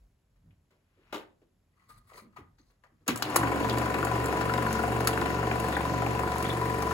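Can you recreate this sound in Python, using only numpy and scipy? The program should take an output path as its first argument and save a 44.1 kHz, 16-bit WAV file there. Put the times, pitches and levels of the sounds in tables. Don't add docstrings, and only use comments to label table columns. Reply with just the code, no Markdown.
import sys
import numpy as np
from scipy import signal
from scipy.fft import rfft, irfft, next_fast_len
from scipy.io import wavfile
from scipy.ndimage import map_coordinates

SR = 44100
rng = np.random.default_rng(int(sys.argv[2]) if len(sys.argv) > 2 else 0)


def gain_from_db(level_db):
    decades = np.asarray(level_db, float) / 20
    return 10 ** decades


def materialize(psi):
    bounded = np.clip(np.atleast_2d(psi).T, -1, 1)
    quanta = np.round(bounded * 32767).astype(np.int16)
    wavfile.write(sys.argv[1], SR, quanta)


N = 305607
T = np.arange(N) / SR
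ON_S, SHUTTER_S = 3.08, 3.39
FRAMES = 89
FRAME_HZ = 23.4855


def unit(x):
    return x / np.sqrt(np.mean(x ** 2) + 1e-20)


def along(points, hz):
    f, v = np.transpose(points)
    return np.interp(np.log(hz + 1), np.log(f + 1), v)


def wobble(rate):
    coarse = T[::32]
    knots = rng.standard_normal(int(N * rate / SR) + 4)
    return np.interp(T, coarse, map_coordinates(knots, [coarse * rate]))


def filtered(x, response):
    m = next_fast_len(x.shape[-1] + 8192)
    spectrum = rfft(x, m) * response(np.fft.rfftfreq(m, 1 / SR))
    return irfft(spectrum, m)[..., :x.shape[-1]]


def ringing(x, modes):
    def response(f):
        total = 0
        for k, (c, w, db) in enumerate(modes):
            total = total + (-1) ** k * gain_from_db(db) * 1j * f * w / (c * c - f * f + 1j * f * w)
        return total
    return filtered(x, response)


def noise(spectrum, size=N):
    return unit(filtered(rng.standard_normal(size), lambda hz: gain_from_db(along(spectrum, hz))))


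def decay(t60, attack, size):
    t = np.arange(size) / SR
    return gain_from_db(-60 * t / t60) * (1 - np.exp(-t / attack))


def swells(at, db, rise_db_per_s, hold, fall_db_per_s):
    coarse = T[::32]
    late = coarse[:, None] - at
    slope_db = np.minimum(rise_db_per_s * late, fall_db_per_s * (hold - late))
    return np.interp(T, coarse, gain_from_db(db + np.minimum(0, slope_db)).sum(1))


def place(out, s, x):
    out[round(s * SR):][:len(x)] += x


# pitch_hz, level_db_per_hz
AIR = [(59, -39), (100, -25), (190, -8.5), (1190, -23.5), (1410, -23.5), (4680, -31.5), (9270, -32),
       (11500, -31), (15500, -51), (16500, -49)]


def room_air():
    shared, left, right = noise(AIR), noise(AIR), noise(AIR)
    return gain_from_db(-79) * (0.83 * shared + 0.58 * np.array([left, right]))


# peak_s, low_level_db, upper_level_db
GRIP = [(0.01, -58, -84), (0.08, -71, -80), (0.32, -74, -95), (0.481, -67, -59.5), (1.14, -70, -73),
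        (1.62, -79, -94), (1.97, -67, -61), (2.15, -73, -78), (2.43, -78, -56), (2.52, -81, -97),
        (2.62, -72, -104), (2.94, -76, -75)]


def handling():
    at, low_db, upper_db = np.transpose(GRIP)
    press_db_per_s, ease_db_per_s = 182, 130
    low = gain_from_db(-79) + swells(at, low_db, press_db_per_s, 0, ease_db_per_s)
    upper = gain_from_db(-75) + swells(at, upper_db, press_db_per_s, 0, ease_db_per_s)
    rumble = low * noise([(22, -24), (40, 12.0), (60, 3), (90, -46.0)])
    rumble = rumble + upper * noise([(50, -29.0), (80, 6.5), (160, -3.0), (300, -14.5), (600, -61.0)])
    return rumble + 0.042 * np.array([[1], [-1]]) * np.roll(rumble, 700)


# pitch_hz, level_db_per_hz
CRACK = [(300, -21), (1000, 8.5), (3500, -1.5), (8000, -11), (16000, -13.5)]


def dull_blows(events):
    out, n = np.zeros(N + SR), 16000
    for s, db, hz, bright_db, t60 in events:
        ring = unit(ringing(rng.standard_normal(n), [(hz, 0.3 * hz, 0), (1.54 * hz, .5 * hz, -5)]))
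        crack = gain_from_db(bright_db) * noise(CRACK, n) * decay(0.77 * t60, 0.00046, n)
        place(out, s, gain_from_db(db - 3.0) * (ring * decay(t60, 0.0012, n) + crack))
    return out[:N]


# start_s, level_db, pitch_hz, brightness_db, t60_s
KNOCKS = [(0.359, -78, 511, 4, 0.15), (0.507, -68.5, 1960, -12, 0.07), (0.706, -66.5, 382, -1.5, 0.39),
          (0.971, -58.5, 310, -24, 0.28), (1.1253, -42, 540, 5, 0.3), (1.143, -32.5, 322, -5.5, 0.22),
          (1.416, -55.5, 325, -15, 0.2), (1.959, -75, 1100, -16, 0.15), (2.118, -49, 536, -26, 0.097),
          (2.14, -55, 400, -26, 0.51), (2.219, -51, 186, -21, 0.39), (2.363, -47.5, 800, -11, 0.19),
          (2.382, -41.5, 269, -13, 0.13), (2.585, -69.5, 258, 8.5, 0.06), (2.593, -59, 256, -25, 0.15),
          (2.699, -71.5, 420, 2, 0.21), (2.837, -50.5, 1040, -8, 0.083), (2.842, -60.5, 517, -20, 0.22),
          (2.921, -59, 204, -30, 0.12), (3.007, -60, 252, -18, 0.2)]


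def knocks():
    return dull_blows(KNOCKS)


def sleeve():
    cloth = noise([(500, -6), (1200, -3), (2500, -4), (5000, -18), (9000, -29)])
    return swells(1.19, -61.5, 77, 0, 3000) * cloth


# start_s, level_db
STUTTER = [
    (1.128, -31.5),
    (1.1329, -33.5),
    (1.1428, -31),
    (1.148, -34),
    (1.16, -32.5),
    (1.179, -38),
]
# pitch_hz, width_hz, level_db
TABLE = [(312, 36, 4), (424, 48, -7), (535, 88, -7), (870, 70, -4.5), (1190, 250, -11), (1520, 120, -14),
         (2920, 160, -16), (3740, 140, -11.5)]


def judder():
    blows = np.zeros(N)
    for s, db in STUTTER:
        blows[round(s * SR)] = gain_from_db(db + 38.5)
    return ringing(blows, TABLE)


# peak_s, rise_db_per_s, hold_s, ring_level_db, hiss_level_db, rim_level_db
STROKES = [(1.767, 450, 0.067, -73, -85, -94), (1.84, 900, 0.035, -77, -90, -85),
           (1.895, 1598, 0.014, -62, -60.5, -71), (1.946, 500, 0.035, -68, -74, -76),
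           (2.077, 900, 0.021, -66.5, -68, -87), (2.142, 600, 0.028, -67, -77, -87),
           (2.166, 252, 0.012, -58, -61, -63.5), (2.188, 900, 0.01, -60, -62, -68),
           (2.332, 700, 0.0078, -67, -92, -91), (2.366, 2500, 0.016, -55, -69, -79),
           (2.586, 2005, 0.0065, -74, -94, -72), (2.684, 150, 0.034, -87, -81, -80),
           (2.845, 1100, .01, -67, -88, -82), (3.03, 130, .005, -80, -97, -91)]
# pitch_hz, width_hz, level_db
DIAL = [(1116, 30, 11.5), (1222, 52, 11.5), (1950, 87, 6.5), (2090, 80, -16)]
# pitch_hz, width_hz, level_db
RIM = [(4210, 170, 2), (4960, 110, -2), (6250, 120, 1)]
# pitch_hz, level_db_per_hz
FILM = [(1500, 5), (2500, -19), (4000, 5.5), (5500, -4), (7000, -11), (8500, 10.5), (11500, 0), (12500, -1),
        (15800, -2)]


def dial():
    at, rise, hold, *levels = np.transpose(STROKES)
    ring, hiss, rim = (swells(at, db, rise, hold, 454) for db in levels)
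    slips = gain_from_db(3.0 * wobble(130)) * rng.standard_normal(N)
    body = sum(gain_from_db(3.5 * wobble(35)) * ringing(slips, [mode]) for mode in DIAL)
    skin = unit(gain_from_db(2.9 * wobble(71)) * noise(FILM))
    return ring * unit(body) + rim * unit(ringing(slips, RIM)) + hiss * skin


# start_s, level_db, pitch_hz, upper_pitch_hz, upper_level_db, length_s
CHIRP = (1.894, -48.5, 1230, 1950, -14, .034)


def chirp():
    s, db, hz, upper_hz, upper_db, length = CHIRP
    t = T - s
    tones = np.sin(2 * np.pi * hz * t) + gain_from_db(upper_db) * np.sin(2 * np.pi * upper_hz * t)
    return gain_from_db(db) * np.sin(np.pi * np.clip(t / length, 0, 1)) * tones


# start_s, level_db, pitch_hz, brightness_db, t60_s
CLUNKS = [
    (3.063, -60, 395, 5.5, 0.34),
    (3.068, -47, 397, -2, 0.22),
    (3.08, -18, 260, -1.5, 0.16),
    (3.082, -29.5, 125, -35, 0.11),
    (3.082, -26.5, 395, -27, 0.051),
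    (3.13, -31, 110, -28, 0.13),
    (3.159, -36, 240, -24.5, 0.1),
    (3.366, -30.5, 330, -29, 0.18),
]


def clunks():
    return dull_blows(CLUNKS)


# pitch_hz, width_hz, level_db
BRIGHT = [(6150, 710, 7), (6620, 1040, 14), (9300, 5300, 9.5), (11780, 250, 9), (16500, 920, -24)]
# pitch_hz, width_hz, level_db
BODY = [(1280, 440, 0), (2280, 280, -9)]
# pitch_hz, width_hz, level_db
LEVER = [(2700, 2200, 4), (3650, 50, 9), (4400, 950, 6.5)]


def metal_bursts(events):
    out, n = np.zeros(N + SR), 5000
    for s, db, body_db, lever_db, t60 in events:
        burst = decay(t60, 0.000059, n) * rng.standard_normal(n)
        push = decay(0.0014, 0.0001, n) + 0.094 * burst
        for blow, modes, share_db in ((burst, BRIGHT, 0), (push, BODY, body_db), (burst, LEVER, lever_db)):
            ring = ringing(blow, modes)
            place(out, s, gain_from_db(db + share_db) * ring / np.abs(ring).max())
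    return out[:N]


# start_s, level_db, body_share_db, lever_share_db, t60_s
SNAPS = [
    (3.079, -15.5, -11, -14, 0.031),
    (3.159, -24.5, -2.5, -5, 0.027),
    (3.2235, -33, 15.5, 17, 0.033),
    (3.3596, -11.5, 0.5, -7, 0.033),
    (3.3631, -11.5, 3.5, -12, 0.039),
    (5.0727, -11.5, -4, -3, 0.044),
    (5.0793, -30, 11, -7, 0.063),
]


def snaps():
    return metal_bursts(SNAPS)


# time_s, offset_frames
SLIP = [(3.55, .011), (3.75, -.009), (3.95, -.016), (4.15, -.008), (4.35, -.035), (4.55, -.032),
        (4.75, -.015), (4.95, -.038), (5.15, -.028), (5.35, -.017), (5.55, -.037), (5.75, -.021),
        (5.95, -.003), (6.15, -.022), (6.35, -.009), (6.55, .009), (6.75, -.014)]


def motor():
    run_up_s, creep_hz_per_s, first_frame = .135, .0451, .201
    t = np.maximum(T - ON_S, 0)
    turn = first_frame + FRAME_HZ * run_up_s * np.log(np.cosh(t / run_up_s)) + creep_hz_per_s * t ** 2 / 2
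    return np.tanh(t / run_up_s), turn + np.interp(T, *np.transpose(SLIP))


def engaged(s):
    return .5 + .5 * np.tanh((T - s) / 0.019)


def samples_at(turn, when):
    return np.minimum(np.searchsorted(turn, when), N - 1).ravel()


# turns_per_frame, level_db
SHUTTER = [(3, 3), (5, 5.5), (6, -13.5), (7, 1.5), (8, -1.5), (9, -7.5), (10, -17), (12, -16), (14, -3),
           (17, -2), (19, 1), (23, -12.5), (31, -10.5)]
# pitch_hz, level_db
ROTOR = [(223.5, -51), (279.4, -46.5), (308.5, -56.5)]


def hum(turn):
    mains_hz, mains_start_cycles, push_share = 120.0, .93, .01
    on = engaged(SHUTTER_S)
    mains = gain_from_db(-47.5) * np.sin(2 * np.pi * (mains_hz * T + mains_start_cycles))
    mains = mains * (0.92 + 0.67 * on) * (T > ON_S)
    blades, rotor = 0, 0
    for k, db in SHUTTER:
        level = gain_from_db(db + (.8 + .05 * k) * wobble(5))
        blades = blades + level * np.cos(2 * np.pi * k * (turn - push_share) + .015 * k * wobble(5))
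    for hz, db in ROTOR:
        rotor = rotor + gain_from_db(db + 5.1 * wobble(3.6)) * np.sin(2 * np.pi * hz * T + .5 * wobble(4.3))
    return np.sqrt(2) * (gain_from_db(-44.5) * on * blades + mains + rotor * on)


# pitch_hz, level_db_per_hz
FAN = [(600, -37), (1200, -10), (2000, 3.5), (3000, -4), (4500, -1), (6500, -1.5), (8000, -21)]


def fan():
    level = gain_from_db(-52 + 1.85 * wobble(12)) * motor()[0] ** 3
    return level * np.array([noise(FAN), noise(FAN)]) * gain_from_db([[1.5], [-1.5]])


# pitch_hz, width_hz, level_db, change_after_swing_db
PARTS = [(519, 106, -12.5, -3), (727, 137, -11.5, -1.5), (1010.5, 125, -10, 2.5), (1448, 135, -17.5, -8),
         (1825, 260, -19, 3), (2640, 310, -23, -25)]
# part_index, share_of_frame, level_db
CAMS = [(0, .141, -4), (0, .445, -1), (0, .619, 0), (0, .923, -1), (1, .301, -4), (1, .333, 0),
        (1, .623, -4), (1, .849, -6), (1, .881, -8), (2, .227, -3.5), (2, .297, -7), (2, .39, 0),
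        (2, .46, -2), (2, .507, -3), (2, .82, -7), (2, .89, -4), (2, .96, -3), (3, .315, 0), (3, .77, -6),
        (4, .295, 0), (4, .47, -7), (4, .78, -7), (5, .3, 0), (5, .335, -4), (5, .22, -7), (5, .9, -6)]


def cams(turn):
    play_frames, scatter_db = 0.0018, 2.0
    part, share, db = np.transpose(CAMS)
    luck, t, out = rng.standard_normal((FRAMES, 2, len(CAMS))), T[:1500], 0
    swung = np.clip((T - 6.17) / 0.2, 0, 1)
    for k, (hz, width, part_db, change_db) in enumerate(PARTS):
        mine = part == k
        peak_s = round(hz / (np.pi * width)) / hz
        when = 1 + np.arange(FRAMES)[:, None] + share[mine] - peak_s * FRAME_HZ
        spot = samples_at(turn, when + play_frames * luck[:, 0, mine])
        blows = np.bincount(spot, gain_from_db(db[mine] + scatter_db * luck[:, 1, mine]).ravel(), N)
        ring = t * np.exp(-np.pi * width * t) * np.cos(2 * np.pi * hz * t)
        out = out + gain_from_db(part_db + change_db * swung) * unit(signal.oaconvolve(blows, ring)[:N])
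    return out


# share_of_frame, blow_level_db, scatter_db, scrape_level_db
STROKE = [(.12, -14, 2, -1), (.21, -12, 1.5, -5), (.27, -1, 1.2, 0), (.31, 0, 1.2, -1), (.36, -5, 1.5, -6),
          (.44, -8, 1.5, -7), (.55, -12, 1.5, -9), (.67, -14, 2, -11), (.76, -6, 1.5, -7),
          (.9, -9, 1.5, -8), (1.03, -15, 2, -12)]


def contacts(turn):
    share, blow_db, scatter_db, scrape_db = np.transpose(STROKE)
    luck = rng.standard_normal((FRAMES, 2, len(STROKE)))
    spot = samples_at(turn, 1 + np.arange(FRAMES)[:, None] + share + .004 * luck[:, 0])
    blows = np.bincount(spot, gain_from_db(blow_db + scatter_db * luck[:, 1]).ravel(), N)
    scrapes = np.bincount(spot, gain_from_db(scrape_db + scatter_db * luck[:, 1]).ravel(), N)
    return blows, scrapes


# time_s, level_db
DRAG = [
    (3.17, -10),
    (3.3, -2.5),
    (3.5, -2.5),
    (5.2, -0.5),
    (5.42, -6),
    (5.66, 0.5),
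    (5.95, -5),
    (6.5, -0.5),
    (6.93, -1.5),
]


def drag():
    return np.interp(T, *np.transpose(DRAG))


# pitch_hz, width_hz, level_db
HOUSING = [(310, 128, -0.5), (474, 100, -1.5), (755, 123, -2), (1030, 108, -1.5), (1410, 68, -24),
           (1763, 120, -8.5), (2280, 79, -8), (2747, 78, -13), (4490, 62, -16.5), (7160, 340, -20)]
# pitch_hz, level_db_per_hz
GEARS = [(18, -36.5), (30, -28), (59, -7), (128, -5.5), (232, -2), (310, 4.5), (584, -8), (731, 0),
         (879, -22), (994, -3), (1270, -8), (1800, -11.5), (4000, -26.5), (5200, -31), (8800, -120)]


def gears(speed, turn, blows, drag_db):
    sag_db_per_s = 0.81
    level = gain_from_db(-31 - sag_db_per_s * (T - ON_S) + 0.1 * drag_db) * (0.27 + 0.71 * speed ** 5) * (T > ON_S)
    shaking = signal.fftconvolve(blows, decay(0.053, 0.00023, size=2000))[:N]
    rattle = unit(ringing(shaking * rng.standard_normal(N), HOUSING))
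    whirr = noise(GEARS) * gain_from_db(0.37 * wobble(30))
    return level * (speed ** 2 * cams(turn) + gain_from_db(-9.0) * rattle + gain_from_db(-3.5) * whirr)


# time_s, pitch_hz, level_db
WHINE = [
    (3.09, 248.5, -35),
    (3.21, 246.6, -59),
    (3.225, 301, -69),
    (3.24, 305, -44),
    (3.34, 312, -40),
    (3.38, 340.7, -30),
    (3.45, 325, -43),
    (3.5, 330, -70),
]


def whine():
    s, hz, db = np.transpose(WHINE)
    phase = 2 * np.pi * np.cumsum(np.interp(T, s, hz)) / SR
    return np.sqrt(2) * gain_from_db(np.interp(T, s, db, -120, -120) + 2.0 * wobble(24.55)) * np.sin(phase)


def film_slide(scrapes, drag_db):
    pulled = signal.fftconvolve(scrapes, decay(0.017, 0.00052, size=4000))[:N]
    return gain_from_db(-48 + drag_db) * (T > 3.16) * unit(0.38 + pulled) * noise(FILM)


def projector():
    speed, turn = motor()
    blows, scrapes = contacts(turn)
    drag_db = drag()
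    return hum(turn) + gears(speed, turn, blows, drag_db) + film_slide(scrapes, drag_db)


# start_s, level_db, case_and_lever_share_db
TICKS = [(3.174, -28, -13), (3.696, -44, 18), (3.783, -25, -7), (4.0477, -25, -8), (4.2577, -26, -9),
         (4.413, -43, 7), (4.7275, -26.5, -7), (5.005, -33.5, 2), (5.5993, -32, -3), (5.6845, -35, -18),
         (6.194, -31.5, -7), (6.2287, -39, -3), (6.3817, -32, -7), (6.426, -30, -2), (6.8225, -33.5, 4)]


def ticks():
    return metal_bursts([(s, db, dull_db, dull_db, 0.037) for s, db, dull_db in TICKS])


def table_rumble():
    return gain_from_db(-54.5) * (T > SHUTTER_S) * noise([(28, -30), (45, 3.0), (56, -4), (64, -20)])


# start_s, level_db, pitch_hz
THUDS = [(3.413, -16, 1043), (3.476, -17, 1060), (3.518, -19, 1020), (3.561, -22, 982), (3.603, -19, 664),
         (3.646, -17.5, 966), (3.689, -29, 730), (3.73, -20, 729), (3.816, -33, 727), (3.986, -27, 732),
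         (4.071, -23, 730), (4.157, -30, 996), (4.241, -24, 994), (4.285, -13, 740), (4.327, -21, 724),
         (4.455, -20, 740), (4.522, -23, 1030), (4.61, -26, 1070), (4.623, -25, 710), (4.652, -18, 1057),
         (4.752, -23, 1040), (4.837, -9.5, 720), (4.88, -19, 719), (5.006, -21, 727), (5.049, -29, 746),
         (5.175, -21, 760), (5.202, -31, 1010), (5.216, -20, 920), (5.244, -37, 970), (5.259, -29, 1020),
         (5.386, -20, 991), (5.429, -17, 764), (5.515, -14.5, 720), (5.556, -23, 675), (5.6, -32, 720),
         (5.647, -37, 1070), (5.727, -31, 724), (5.768, -16, 790), (5.806, -19, 970), (5.851, -20, 950),
         (5.895, -35, 727), (5.979, -21, 735), (6.022, -14, 714), (6.065, -17.5, 750), (6.192, -23, 970),
         (6.234, -10, 1016), (6.276, -15, 993), (6.359, -16, 960), (6.529, -30, 1010), (6.566, -18, 980),
         (6.615, -15, 985), (6.655, -20, 1010)]


def thuds():
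    out, t = np.zeros(N + SR), T[:3000]
    for s, db, hz in THUDS:
        place(out, s, gain_from_db(db - 8) * decay(0.05, .0009, len(t)) * np.sin(2 * np.pi * hz * t))
    return out[:N]


# start_s, level_db
HARD = [(3.4316, -16), (3.472, -20), (3.559, -26), (3.646, -28), (3.7309, -35), (3.775, -25), (3.8164, -38),
        (3.8592, -22), (3.8995, -26), (3.9432, -17.5), (3.986, -32), (4.029, -17.5), (4.07, -25),
        (4.1561, -31), (4.242, -37), (4.2848, -32), (4.3273, -25), (4.3703, -28), (4.41, -25),
        (4.4962, -19), (4.5392, -20), (4.58, -23.5), (4.6238, -22.5), (4.666, -19), (4.728, -31),
        (4.792, -21), (4.8367, -40), (4.9207, -25), (4.962, -28), (5.006, -25.5), (5.078, -19),
        (5.1324, -20.5), (5.1752, -18.5), (5.2152, -21), (5.2594, -19), (5.4289, -26.5), (5.4696, -24),
        (5.514, -17.5), (5.5555, -38), (5.6, -38), (5.682, -41), (5.7269, -19), (5.768, -18),
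        (5.809, -23.5), (5.8523, -26), (5.894, -42), (5.979, -25), (6.0216, -22.5), (6.0646, -21),
        (6.192, -44), (6.275, -20.5), (6.321, -27), (6.4438, -21), (6.6557, -35), (6.7843, -36),
        (6.826, -23), (6.8704, -32), (6.9112, -23)]
# pitch_hz, width_hz, level_db
CLAW = [(800, 120, -18), (1130, 130, 3.5), (1440, 120, 12.5), (1870, 910, 3.5), (2400, 1060, -2)]


def hard_strokes():
    out, n = np.zeros(N + SR), 2000
    for s, db in HARD:
        blow = ringing(decay(0.017, 0.00087, n) * rng.standard_normal(n), [(1590, 6300, 0)])
        ring = ringing(blow, [(hz, w, level + rng.normal(0, 5.4)) for hz, w, level in CLAW])
        place(out, s - .002, gain_from_db(db - 4.4) * ring / np.abs(ring).max())
    return out[:N]


# start_s, level_db, pitch_hz, length_s
SQUEAKS = [
    (3.628, -50, 3340, 0.032),
    (3.692, -45, 3370, 0.03),
    (5.718, -54, 3630, 0.027),
    (5.738, -49, 3570, 0.023),
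    (5.753, -50, 3530, 0.016),
    (6.449, -50, 3320, 0.016),
    (6.46, -52, 3700, 0.02),
    (6.488, -49, 3530, 0.042),
]


def squeaks():
    out = np.zeros(N)
    for s, db, hz, length in SQUEAKS:
        n = int(length * SR)
        rough = ringing(rng.standard_normal(n), [(0.99 * hz, 130, 0), (0.97 * hz, 160, -9)])
        place(out, s, gain_from_db(db + 8.5) * np.hanning(n) * unit(ringing(rough, [(hz, 900, 0)])))
    return out


# pitch_hz, t60_s
ROOM = [(150, 0.52), (1500, 0.3), (4000, 0.25), (10000, 0.22)]


def room(x):
    hz, t, z = signal.stft(rng.standard_normal((2, SR // 2)), SR, nperseg=256)
    tail = signal.istft(z * gain_from_db(-60 * t / along(ROOM, hz)[:, None]), SR, nperseg=256)[1]
    late = np.pad(x, (200, 0))[None]
    return signal.fftconvolve(late, tail / np.linalg.norm(tail[0]), axes=1)[:, :N]


# pitch_hz, phase_rad
LEAD = [(0, 0.064), (700, 0.66), (1380, 1.17), (2000, 2.65), (2800, 1.65), (4000, 1.72)]
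# pitch_hz, difference_db
LEFT = [(60, 0), (200, -1), (380, .5), (700, 3), (1290, 7), (2380, 6), (4400, 1), (8000, 0)]


def ports(x):
    side = np.array([[.5], [-.5]])

    def response(hz):
        return gain_from_db(side * along(LEFT, hz)) * np.exp(1j * side * np.interp(hz, *np.transpose(LEAD)))
    return filtered(x, response)


def scene():
    near = knocks() + sleeve() + dial() + chirp() + judder() + clunks() + snaps() + projector() + whine()
    near = near + ticks() + thuds() + hard_strokes() + squeaks()
    colour = [(60, -57), (170, -10.5), (300, -13.5), (800, -7.5), (1500, -5.5), (3000, -4.5), (6000, -13.0),
              (12000, -10.5)]
    reverberation = filtered(room(near), lambda hz: gain_from_db(along(colour, hz)))
    return ports(near) + reverberation + fan() + room_air() + handling() + table_rumble()


def scattered(x):
    z = signal.stft(x, nperseg=128)[2]
    y = signal.istft(z * np.exp(2j * np.pi * rng.random(z.shape)), nperseg=128)[1][..., :N]
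    return y * np.std(x) / np.std(y)


# pitch_hz, share
SCATTER = [(300, .01), (800, 0.046), (1500, 0.15), (2200, 0.33), (5500, .55)]


def loose_share(hz):
    return np.clip(along(SCATTER, hz), 0, 1) * (hz > 150)


def roll_off(x):
    return signal.sosfilt(signal.butter(12, 16820, fs=SR, output="sos"), x)


def record(dry):
    side = np.array([[.5], [-.5]])

    def treble(hz):
        return np.clip((hz - 6400) / 500 + .5, 0, 1)

    def lag(hz):
        turn = 2 * np.pi * (hz - 6850) / 4560
        linger = np.clip(hz / 25000, .38, .5) * np.sin(2 * turn)
        return np.exp(-1j * side * (turn - linger))

    def blend(hz):
        return (1 - treble(hz)) * np.sqrt([[1 - loose_share(hz)], [loose_share(hz)]])

    loose = scattered(dry)
    heard = filtered(np.array([dry, loose]), blend).sum(0)
    heard = heard + filtered(dry[0], lambda hz: treble(hz) * lag(hz))
    heard = heard + 2 * side * gain_from_db(-15) * filtered(loose[0], treble)
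    top = [(15800, 0), (15960, -24), (16900, -40), (17500, -80)]
    return roll_off(filtered(heard, lambda hz: gain_from_db(along(top, hz))))


dry = scene()
out = record(dry)
materialize(out)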